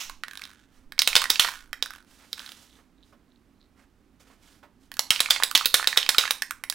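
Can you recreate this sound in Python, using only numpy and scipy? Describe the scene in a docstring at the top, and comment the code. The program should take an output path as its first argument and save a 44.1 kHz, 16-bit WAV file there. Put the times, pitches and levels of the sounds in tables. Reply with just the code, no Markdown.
"""Fizz from an earlier stroke dies away while a few light knocks and a settling ball patter and roll along a can wall.
A burst of shaking follows: the mixing ball clacks on the can ends, glances off the wall, and the liquid fizzes.
The ball settles again, then a hand rubs and bumps about on paper and a desk while the liquid swills faintly.
A second, longer burst ends in a few knocks. Hits are decaying sines with noise; fizz, rubs and air are shaped noise.
A small room's low noise lies under it all, and the close microphone overloads on the hardest hits."""
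import sys
import numpy as np
from scipy import signal
from scipy.fft import rfft, irfft
from scipy.io import wavfile
from scipy.ndimage import uniform_filter1d

SR = 44100
rng = np.random.default_rng(int(sys.argv[2]) if len(sys.argv) > 2 else 0)


def digitize_waveform(pressure):
    """Quantize a signal to 16-bit integers and store it at the path in sys.argv[1].

    Rows of a 2-D input are taken as channels; values are limited to [-1, 1].
    """
    field = np.atleast_2d(pressure).T
    bounded = np.clip(field, -1, 1)
    quanta = np.round(bounded * 32767).astype(np.int16)
    wavfile.write(sys.argv[1], SR, quanta)


N = 297234  # length in samples
AGE = np.arange(4096) / SR  # seconds since a hit

# Steady room noise, spectrum: freq_hz, relative_level_db
ROOM_NOISE = [(12, -27.5), (20, -1), (53, -0.5), (150, -11), (270, -1), (328, -10), (527, -19), (949, -22),
              (1030, -21.5), (1290, -23), (6360, -36), (16000, -42)]
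ROOM_NOISE_DB = -59
# Decay of the room's tail: freq_hz, t60_s
ROOM_T60 = [(200, 0.1), (800, 0.31), (1600, 0.27), (4000, 0.26), (9000, 0.24), (16000, 0.15)]
# Tone of the room's tail: freq_hz, relative_level_db
ROOM_COLOUR = [(100, -15.5), (500, 4.5), (1500, 2.5), (3500, 0.5), (8000, 4), (16000, 5)]
# Echoes from the desk: delay_s, relative_level_db
DESK_ECHOES = [(.0023, -3), (.0056, -7.5), (.0101, -4), (.0135, -18)]

# Air pushed at the microphone by the moving can: fastest_s, length_s, level_db
DRAUGHTS = [(.12, 0.28, -45.5), (1.15, 1.73, -47.5), (5.5, 2.56, -53)]
# Spectrum of that air: freq_hz, relative_level_db
DRAUGHT_COLOUR = [(4, -11.5), (12, -1.5), (25, -12.0), (50, -29), (200, -55.0), (1000, -100)]
SPEED_UP = .35  # share of any movement spent gathering speed

# Hand and sleeve sliding on paper or can: fastest_s, length_s, rub_db, hiss_db
RUBS = [(0.757, 0.22, -66.5, -67), (2.125, 0.26, -62, -58), (2.217, 0.13, -58.5, -63),
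        (2.433, 0.65, -58.5, -51.5), (2.774, 0.22, -67, -68), (3.07, 0.19, -75.5, -68.5),
        (3.796, .14, -59.5, -67.5), (4.212, 0.062, -59, -57.5), (4.29, 0.21, -61.5, -64),
        (4.474, 0.3, -61.5, -59), (4.83, .13, -72, -65.5)]
# Dull part of the rubbing, spectrum: freq_hz, relative_level_db
RUB_COLOUR = [(200, -7), (500, -2.5), (900, -2), (1500, -0.5), (2300, -3.5), (4000, -18), (8000, -20),
              (16000, -42)]
# Fine part of the rubbing, spectrum: freq_hz, relative_level_db
HISS_COLOUR = [(1000, -24), (3000, 2.5), (6000, -0.5), (10000, -5), (13000, -8.5), (16000, -13)]
# Soft bumps of the hand on the desk: start_s, level_db
BUMPS = [(2.787, -54), (3.125, -51.5), (4.3, -53.5), (4.629, -44.5)]
# Spectrum of a bump: freq_hz, relative_level_db
BUMP_COLOUR = [(100, -20), (600, 9.5), (1200, 6.0), (2500, -3.0), (8000, -21)]

# Liquid fizz, also the can's noisy shimmer, spectrum: freq_hz, relative_level_db
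FIZZ_COLOUR = [(100, -31), (400, -23), (900, -10), (1400, -5.5), (2200, -3), (3000, -0.5), (3700, -4.5),
               (4600, -7.5), (6500, -3.5), (9500, -10.5), (15500, -18.5)]
# Fizz left over from an earlier stroke: start_s, level_db
FIRST_SLOSH = (0, -29)
# Liquid rocking in the tilted can, each swill fainter and higher than the one before
SWILL_START_S, SWILL_PERIOD_S, SWILL_LENGTH_S = 2.725, .297, .15  # start is the middle of the first swill
SWILL_DB, SWILL_FADE_DB, SWILL_HZ, SWILL_RISE_HZ = -61.5, -2.2, 3670, 150

# The ball settles by bouncing and rolling: start_s, length_s, bounce_db, ring_hz, patter_pace, roll_db
SETTLES = [(0.2359, 0.53, -27.5, 1970, 1.03, -60.5), (1.4446, 0.24, -20.5, 1640, 1.2, -53),
           (1.8598, 0.19, -21, 1560, .95, -57), (2.333, 0.25, -28.5, 1513, 1.7, -51.5)]
# Bounces quicken to a steady patter; the last gap is for a pace of 1
FIRST_GAP_S, LAST_GAP_S, GAP_SHRINK = .0467, .0205, .32
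# The ring drifts towards the wall's pitch, keeping this share of the distance at each bounce
WALL_HZ, PITCH_KEPT = 1532, 0.6
BOUNCE_FADE_DB, BOUNCE_TICK_DB = -37, -5  # fade over one settle's length; tick against ring

# Single lighter knocks of the ball, most on the side wall, the higher-ringing ones on a can end:
# start_s, strength_db, ring_hz, tick_db (against ring)
KNOCKS = [(0.0968, -29, 1080, -3), (0.236, -21, 1870, -15), (0.3738, -31, 3800, -7.5),
          (0.4185, -30.5, 2210, -8), (0.4381, -30, 3820, -10), (0.453, -35, 3620, -8),
          (0.9217, -31, 1810, -5), (0.9801, -29, 2250, -15), (1.2186, -23, 3240, 2.5),
          (1.241, -18.5, 1950, -2), (1.2988, -21, 2020, -7), (1.4473, -15.5, 1860, -10),
          (1.477, -22, 1860, -20), (1.7303, -21.5, 1830, -5), (1.8598, -28, 1580, -6),
          (2.3944, -28.5, 3650, -11), (2.462, -31, 3570, -8), (2.492, -34, 3580, -9),
          (2.5196, -35, 3500, -2.5), (4.917, -31.5, 1890, -1.5), (4.9406, -38.5, 4370, 2.5),
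          (4.969, -34, 1650, -2), (5.303, -27, 3180, 5), (5.4247, -14.5, 1720, -17),
          (5.513, -22, 1180, -0.5), (5.5758, -22, 2320, 12), (5.8433, -19.5, 1860, -13),
          (5.97, -21.5, 1150, -4), (6.2106, -18, 3700, -24), (6.254, -17.5, 2040, -23),
          (6.4215, -15.5, 1860, -1.5), (6.509, -21.5, 1566, -1.5), (6.6382, -23, 2050, -3.5),
          (6.725, -30.5, 1740, 3)]
# A full stroke throws the ball back at the wall, and a second knock follows
REBOUND_S, REBOUND_DB, REBOUND_HZ, REBOUND_TICK_DB = .0555, -17.5, 1870, -17
SECOND_KNOCK_S, SECOND_KNOCK_DB = 0.036, -5  # average lag after the first; level offset
REBOUND_SCATTER_OCT = 0.49  # standard deviation of the pitch
KNOCK_RING_DB, KNOCK_RING_T60_S = -22, 0.18  # the can sings on faintly after a knock

# Ball on a can end: start_s, strength_db, ring_hz, tick_db (against ring), landing_spot,
# slosh_db (None unless the stroke throws the liquid)
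CLACKS = [(0.9916, -2, 4624, -14, "rim", None), (1.019, -9.5, 3700, -2.5, "rim", None),
          (1.075, -4, 3660, -4, "dome", -27.5), (1.154, -.5, 3150, -6.5, "rim", None),
          (1.1638, 3, 3660, -42, "dome", -26), (1.3021, -3.5, 3720, -2, "dome", -29),
          (1.396, 3.5, 3466, -9, "rim", -19.5), (1.8256, -11, 3900, -15, "dome", None),
          (2.33, -20, 3790, -7, "dome", None), (4.993, -11.5, 4340, 2, "dome", None),
          (5.1055, -0.5, 3134, -7.5, "rim", -24.5), (5.2041, -5, 3920, -1.5, "dome", -32),
          (5.3065, 2.5, 3523, -11.5, "rim", -25), (5.435, -6.5, 3630, 0, "dome", None),
          (5.551, 0.5, 3570, -11, "rim", None), (5.555, 0, 3460, -17, "rim", -26.5),
          (5.6574, -3.5, 3710, -0.5, "dome", None), (5.742, 2.5, 3580, -3.5, "dome", -25.5),
          (5.8729, -3.5, 3740, -5.5, "dome", -29), (5.9738, 2, 3650, -11.5, "dome", -31),
          (6.091, -7, 3800, 4.5, "dome", -31.5), (6.1828, 3, 3764, -10, "dome", -22.5),
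          (6.3081, -11, 3780, 2.5, "dome", None), (6.6992, -22.5, 3860, 8.5, "rim", None)]
# Low thud by landing spot, strong on the springy dome, faint on the stiff rim: level_db (against hit)
THUD_DB = {"dome": -22.5, "rim": -41}
# Nominal modes of the thin steel shell: pitch_hz, relative_level_db, t60_s
SHELL = [(995, -7.5, 0.0031), (1154, -0.5, 0.011), (1530, -1, 0.013), (1837, -10, 0.022), (2260, -6, 0.016),
         (2630, 0.5, 0.008), (3150, -4, 0.02), (3385, -3, .013), (3805, -6, 0.037), (4167, 1.5, 0.015),
         (4626, 5, 0.0087), (5010, -2.5, 0.0043), (5340, 0, 0.017), (6124, -1, 0.011)]
# Steel-on-steel tick, spectrum: freq_hz, relative_level_db
TICK_COLOUR = [(600, -9.5), (2000, 2.5), (3000, -0.5), (5200, 5), (7000, -8.5), (8000, -0.5), (10000, 1.5),
               (12500, -8), (15500, -1.5)]

BALANCE_DB = -7.5  # left against right
EDGE_HZ = 16000  # top of the microphone's band


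def amp(db):
    """Decibels to gain."""
    return 10 ** (np.asarray(db) / 20)


def unit(x):
    """Scales to an rms of 1."""
    return x / np.sqrt(np.mean(x ** 2) + 1e-20)


def blow(x):
    """Scales a hit to the energy of 2 ms at rms 1."""
    return x / np.sqrt(np.sum(x ** 2) / (.002 * SR) + 1e-20)


def fade(t, t60_s):
    """Exponential decay that falls 60 dB in t60_s."""
    return amp(-60 * t / t60_s)


def sine(hz, t):
    """Steady sine tone."""
    return np.sin(2 * np.pi * hz * t)


def read(points, hz):
    """Reads a spectrum on a log-frequency axis."""
    f, value = np.transpose(points)
    return np.interp(np.log(hz + 1), np.log(f + 1), value)


def vary(colour):
    """The same spectrum with random bumps and dips: no two blows land on the same spot."""
    hz = np.geomspace(100, 16000, 30)
    return np.column_stack([hz, read(colour, hz) + 2.5 * rng.standard_normal(len(hz))])


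def add(mix, s, sound):
    """Mixes a sound in at time s."""
    part = mix[max(round(s * SR), 0):][:len(sound)]
    part += sound[:len(part)]


def tint(x, colour):
    """Filters a sound by the given spectrum and scales it to rms 1."""
    hz = np.fft.rfftfreq(len(x), 1 / SR)
    return unit(irfft(rfft(x) * amp(read(colour, hz)), len(x)))


def noise(colour, size):
    """Noise of rms 1 with the given spectrum."""
    return tint(rng.standard_normal(size), colour)


def grainy(colour, per_s, spread_db):
    """A random shower of tiny clicks of uneven size, with the given spectrum and rms 1."""
    sizes = rng.standard_normal(N) * amp(spread_db * np.minimum(rng.exponential(1, N), 4))
    return tint(sizes * (rng.random(N) < per_s / SR), colour)


def band(x, hz, width_hz):
    """One broad resonance; the result has rms 1."""
    return unit(signal.lfilter(*signal.iirpeak(hz, hz / width_hz, SR), x))


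def swell(moves):
    """Gain over time from movements that each speed up to a peak and slow down again."""
    gain, t = np.zeros(N), np.arange(N) / SR
    for peak_s, length_s, db in moves:
        phase = np.interp((t - peak_s) / length_s, [-SPEED_UP, 0, 1 - SPEED_UP], [0, np.pi / 2, np.pi])
        gain += amp(db) * np.sin(phase) ** 2
    return gain


def air():
    """Slow buffeting from the moving can and the steady noise of the room."""
    draught = swell(DRAUGHTS) * noise(DRAUGHT_COLOUR, N)
    return draught + amp(ROOM_NOISE_DB) * noise(ROOM_NOISE, N)


def room(x, early_db, tail_db):
    """Quick echoes from the desk, then a short diffuse tail whose bands die at their own speeds."""
    t = np.arange(SR // 2) / SR
    taps = rng.standard_normal(len(t)) * (rng.random(len(t)) < 6000 / SR) * (t > .004)
    hz, when, bands = signal.stft(taps, SR, nperseg=256)
    bands = bands * amp(read(ROOM_COLOUR, hz)[:, None] - 60 * when / read(ROOM_T60, hz)[:, None])
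    response = signal.istft(bands, SR, nperseg=256)[1]
    response *= amp(tail_db) / np.linalg.norm(response)
    for delay_s, db in DESK_ECHOES:
        add(response, delay_s, amp([early_db + db]))
    return x + signal.fftconvolve(x, response)[:N]


def hand():
    """Skin and cloth on paper: a dull rub and a fine hiss that flutter with the grip, and a few bumps."""
    flutter_db = 1.5 * unit(uniform_filter1d(rng.standard_normal(N), size=500))
    rub = swell([(s, length, db) for s, length, db, _ in RUBS]) * noise(RUB_COLOUR, N)
    hiss = swell([(s, length, db) for s, length, _, db in RUBS]) * noise(HISS_COLOUR, N)
    out = amp(flutter_db) * (rub + hiss)
    for s, db in BUMPS:
        envelope = fade(AGE, 0.14) * (1 - np.exp(-AGE / 0.00061))
        add(out, s, amp(db) * envelope * noise(BUMP_COLOUR, len(AGE)))
    return out


def swills(count):
    """The liquid rocks to and fro in the tilted can; each pass pops a few small bubbles."""
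    out, size = np.zeros(N), int(SWILL_LENGTH_S * SR)
    pops = grainy(FIZZ_COLOUR, per_s=200, spread_db=2.0)
    for k in range(count):
        s, hz = SWILL_START_S + k * SWILL_PERIOD_S, SWILL_HZ + k * SWILL_RISE_HZ
        bubbles = pops[int(s * SR):][:size]
        bubbles = band(band(bubbles, hz, width_hz=850), hz, width_hz=850)
        level = amp(SWILL_DB + k * SWILL_FADE_DB)
        add(out, s - SWILL_LENGTH_S / 2, level * np.hanning(size) * bubbles)
    return out


def full_strokes():
    """Picks the strokes that throw the liquid along with the ball: start_s, strength_db, slosh_db."""
    return [(s, db, slosh_db) for s, db, *_, slosh_db in CLACKS if slosh_db is not None]


def liquid():
    """Each full stroke churns up fizz and small splashes that die away."""
    out, t = np.zeros(N), np.arange(16384) / SR
    splashes = grainy(FIZZ_COLOUR, per_s=500, spread_db=1.5)
    envelope = fade(t, 0.32) * (1 - np.exp(-t / 0.0033))
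    for s, db in [FIRST_SLOSH] + [(s, slosh_db) for s, _, slosh_db in full_strokes()]:
        splash = np.roll(splashes, -int(s * SR))[:len(t)]
        churn = noise(vary(FIZZ_COLOUR), len(t)) + amp(-15.5) * splash
        add(out, s, amp(db) * envelope * churn)
    return out


def rolling():
    """The settling ball chatters along the wall, which hums at its own pitch and sets the can ends ringing."""
    chatter = grainy(FIZZ_COLOUR, per_s=3200, spread_db=5.5)
    wall = amp(1.5) * band(chatter, hz=WALL_HZ, width_hz=250)
    ends = amp(-5) * band(chatter, hz=3520, width_hz=810)
    speed = swell([(s + SPEED_UP * length, length, roll_db) for s, length, *_, roll_db in SETTLES])
    return speed * (chatter + wall + ends)


def strike(ring_hz, tick_db, ring_t60, shell_db, focus_db, tick_t60, ping_db, shimmer_db):
    """The struck spot rings for a few cycles, damped by the liquid; shell modes near its pitch join in."""
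    hz, db, t60 = np.transpose(SHELL)[:, :, None]
    luck, detune, side = rng.standard_normal((3, len(SHELL), 1))
    # modes lose focus_db for every octave away from the ring
    weight_db = db + 2 * luck - focus_db * abs(np.log2(hz / ring_hz))
    pitch = hz * (1 + .015 * detune)
    shell = np.sign(side) * amp(weight_db) * fade(AGE, t60) * sine(pitch, AGE)
    ring = fade(AGE, ring_t60) * sine(ring_hz, AGE)
    body = blow(blow(ring) + amp(shell_db) * blow(shell.sum(0)))
    # steel on steel: a sharp tick, and a high ping at a random pitch
    tick = noise(vary(TICK_COLOUR), len(AGE)) * fade(AGE, tick_t60)
    ping = sine(rng.uniform(5000, 10000), AGE) * fade(AGE, 0.00037)
    contact = blow(tick) + amp(ping_db) * blow(ping)
    # countless weak modes of the rest of the can hang on as a noisy shimmer
    shimmer = noise(vary(FIZZ_COLOUR), len(AGE)) * amp(shimmer_db) * fade(AGE, 0.05)
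    shimmer *= np.linspace(1, 0, len(AGE))
    hit = body + amp(tick_db) * contact + shimmer
    # so small a shell radiates little bass
    return signal.lfilter(*signal.butter(2, 780, "high", fs=SR), hit)


def bounces(count):
    """A settling ball bounces ever quicker and softer, its ring drifting to the wall's pitch."""
    rows, k = [], np.arange(count)
    for s, length, db, hz, pace, _ in SETTLES:
        patter_s = LAST_GAP_S / pace
        ages = np.cumsum(patter_s + (FIRST_GAP_S - patter_s) * GAP_SHRINK ** k)
        pitches = WALL_HZ + (hz - WALL_HZ) * PITCH_KEPT ** (k + 1)
        for age, pitch in zip(ages, pitches):
            rows.append((s + age, db + BOUNCE_FADE_DB * age / length, pitch, BOUNCE_TICK_DB))
    return rows


def rebounds():
    """After each full stroke the ball crosses the can and glances off the wall twice, at scattered pitches."""
    rows, strokes = [], full_strokes()
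    for (s, db, _), luck in zip(strokes, rng.standard_normal((len(strokes), 3))):
        first_hz, second_hz = REBOUND_HZ * 2 ** (REBOUND_SCATTER_OCT * luck[:2])
        first_s = s + REBOUND_S
        second_s = first_s + SECOND_KNOCK_S * (1 + 0.092 * luck[2])
        # only the second knock follows the strength of the stroke
        second_db = REBOUND_DB + SECOND_KNOCK_DB + db
        rows.append((first_s, REBOUND_DB, first_hz, REBOUND_TICK_DB))
        rows.append((second_s, second_db, second_hz, REBOUND_TICK_DB))
    return rows


def knocks():
    """Lighter hits, most on the side wall, some on a can end; above 2 kHz, higher rings die sooner."""
    out = np.zeros(N)
    for s, db, ring_hz, tick_db in KNOCKS + bounces(count=13) + rebounds():
        ring_t60 = min(.012 * (2000 / ring_hz) ** 2, .012)
        hit = strike(ring_hz, tick_db, ring_t60, shell_db=-1.0, focus_db=11,
                     tick_t60=0.0092, ping_db=-7, shimmer_db=-22.0)
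        sing = band(band(rng.standard_normal(len(AGE)), ring_hz, width_hz=440), ring_hz, width_hz=440)
        sing *= amp(KNOCK_RING_DB) * fade(AGE, KNOCK_RING_T60_S)
        add(out, s, amp(db) * (hit + sing))
    return out


def clacks():
    """Hits on the can's ends ring the shell and also jolt the whole can: a low thud."""
    out = np.zeros(N)
    thud = blow((sine(465, AGE) + amp(-12) * sine(150, AGE)) * fade(AGE, .02))
    for s, db, ring_hz, tick_db, spot, _ in CLACKS:
        hit = strike(ring_hz, tick_db, ring_t60=0.008, shell_db=-2.0, focus_db=8.0,
                     tick_t60=0.014, ping_db=-8.5, shimmer_db=-15.5)
        add(out, s, amp(db) * (hit + amp(THUD_DB[spot]) * thud))
    return out


def scene():
    """One microphone hears everything and is panned to the right; each channel has a little noise of its own."""
    sources = hand() + swills(count=4) + liquid() + rolling() + knocks() + clacks()
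    sound = air() + room(sources, early_db=-20.5, tail_db=-11)
    own_noise = np.array([noise(ROOM_NOISE, N), noise(ROOM_NOISE, N)])
    return sound * amp([[BALANCE_DB], [0]]) + amp(-74.0) * own_noise


def record(dry, ceiling=0.58, lopsided=0.079):
    """Each channel clips on the hardest hits, its upper side a little sooner; then the band limit."""
    limit = ceiling * (1 - lopsided * np.sign(dry))
    clipped = dry / (1 + (dry / limit) ** 8) ** (1 / 8)
    lowpass = signal.firwin(255, EDGE_HZ, window=("kaiser", 9), fs=SR)
    return signal.oaconvolve(clipped, lowpass[None], "same")


dry = scene()
out = record(dry)
digitize_waveform(out)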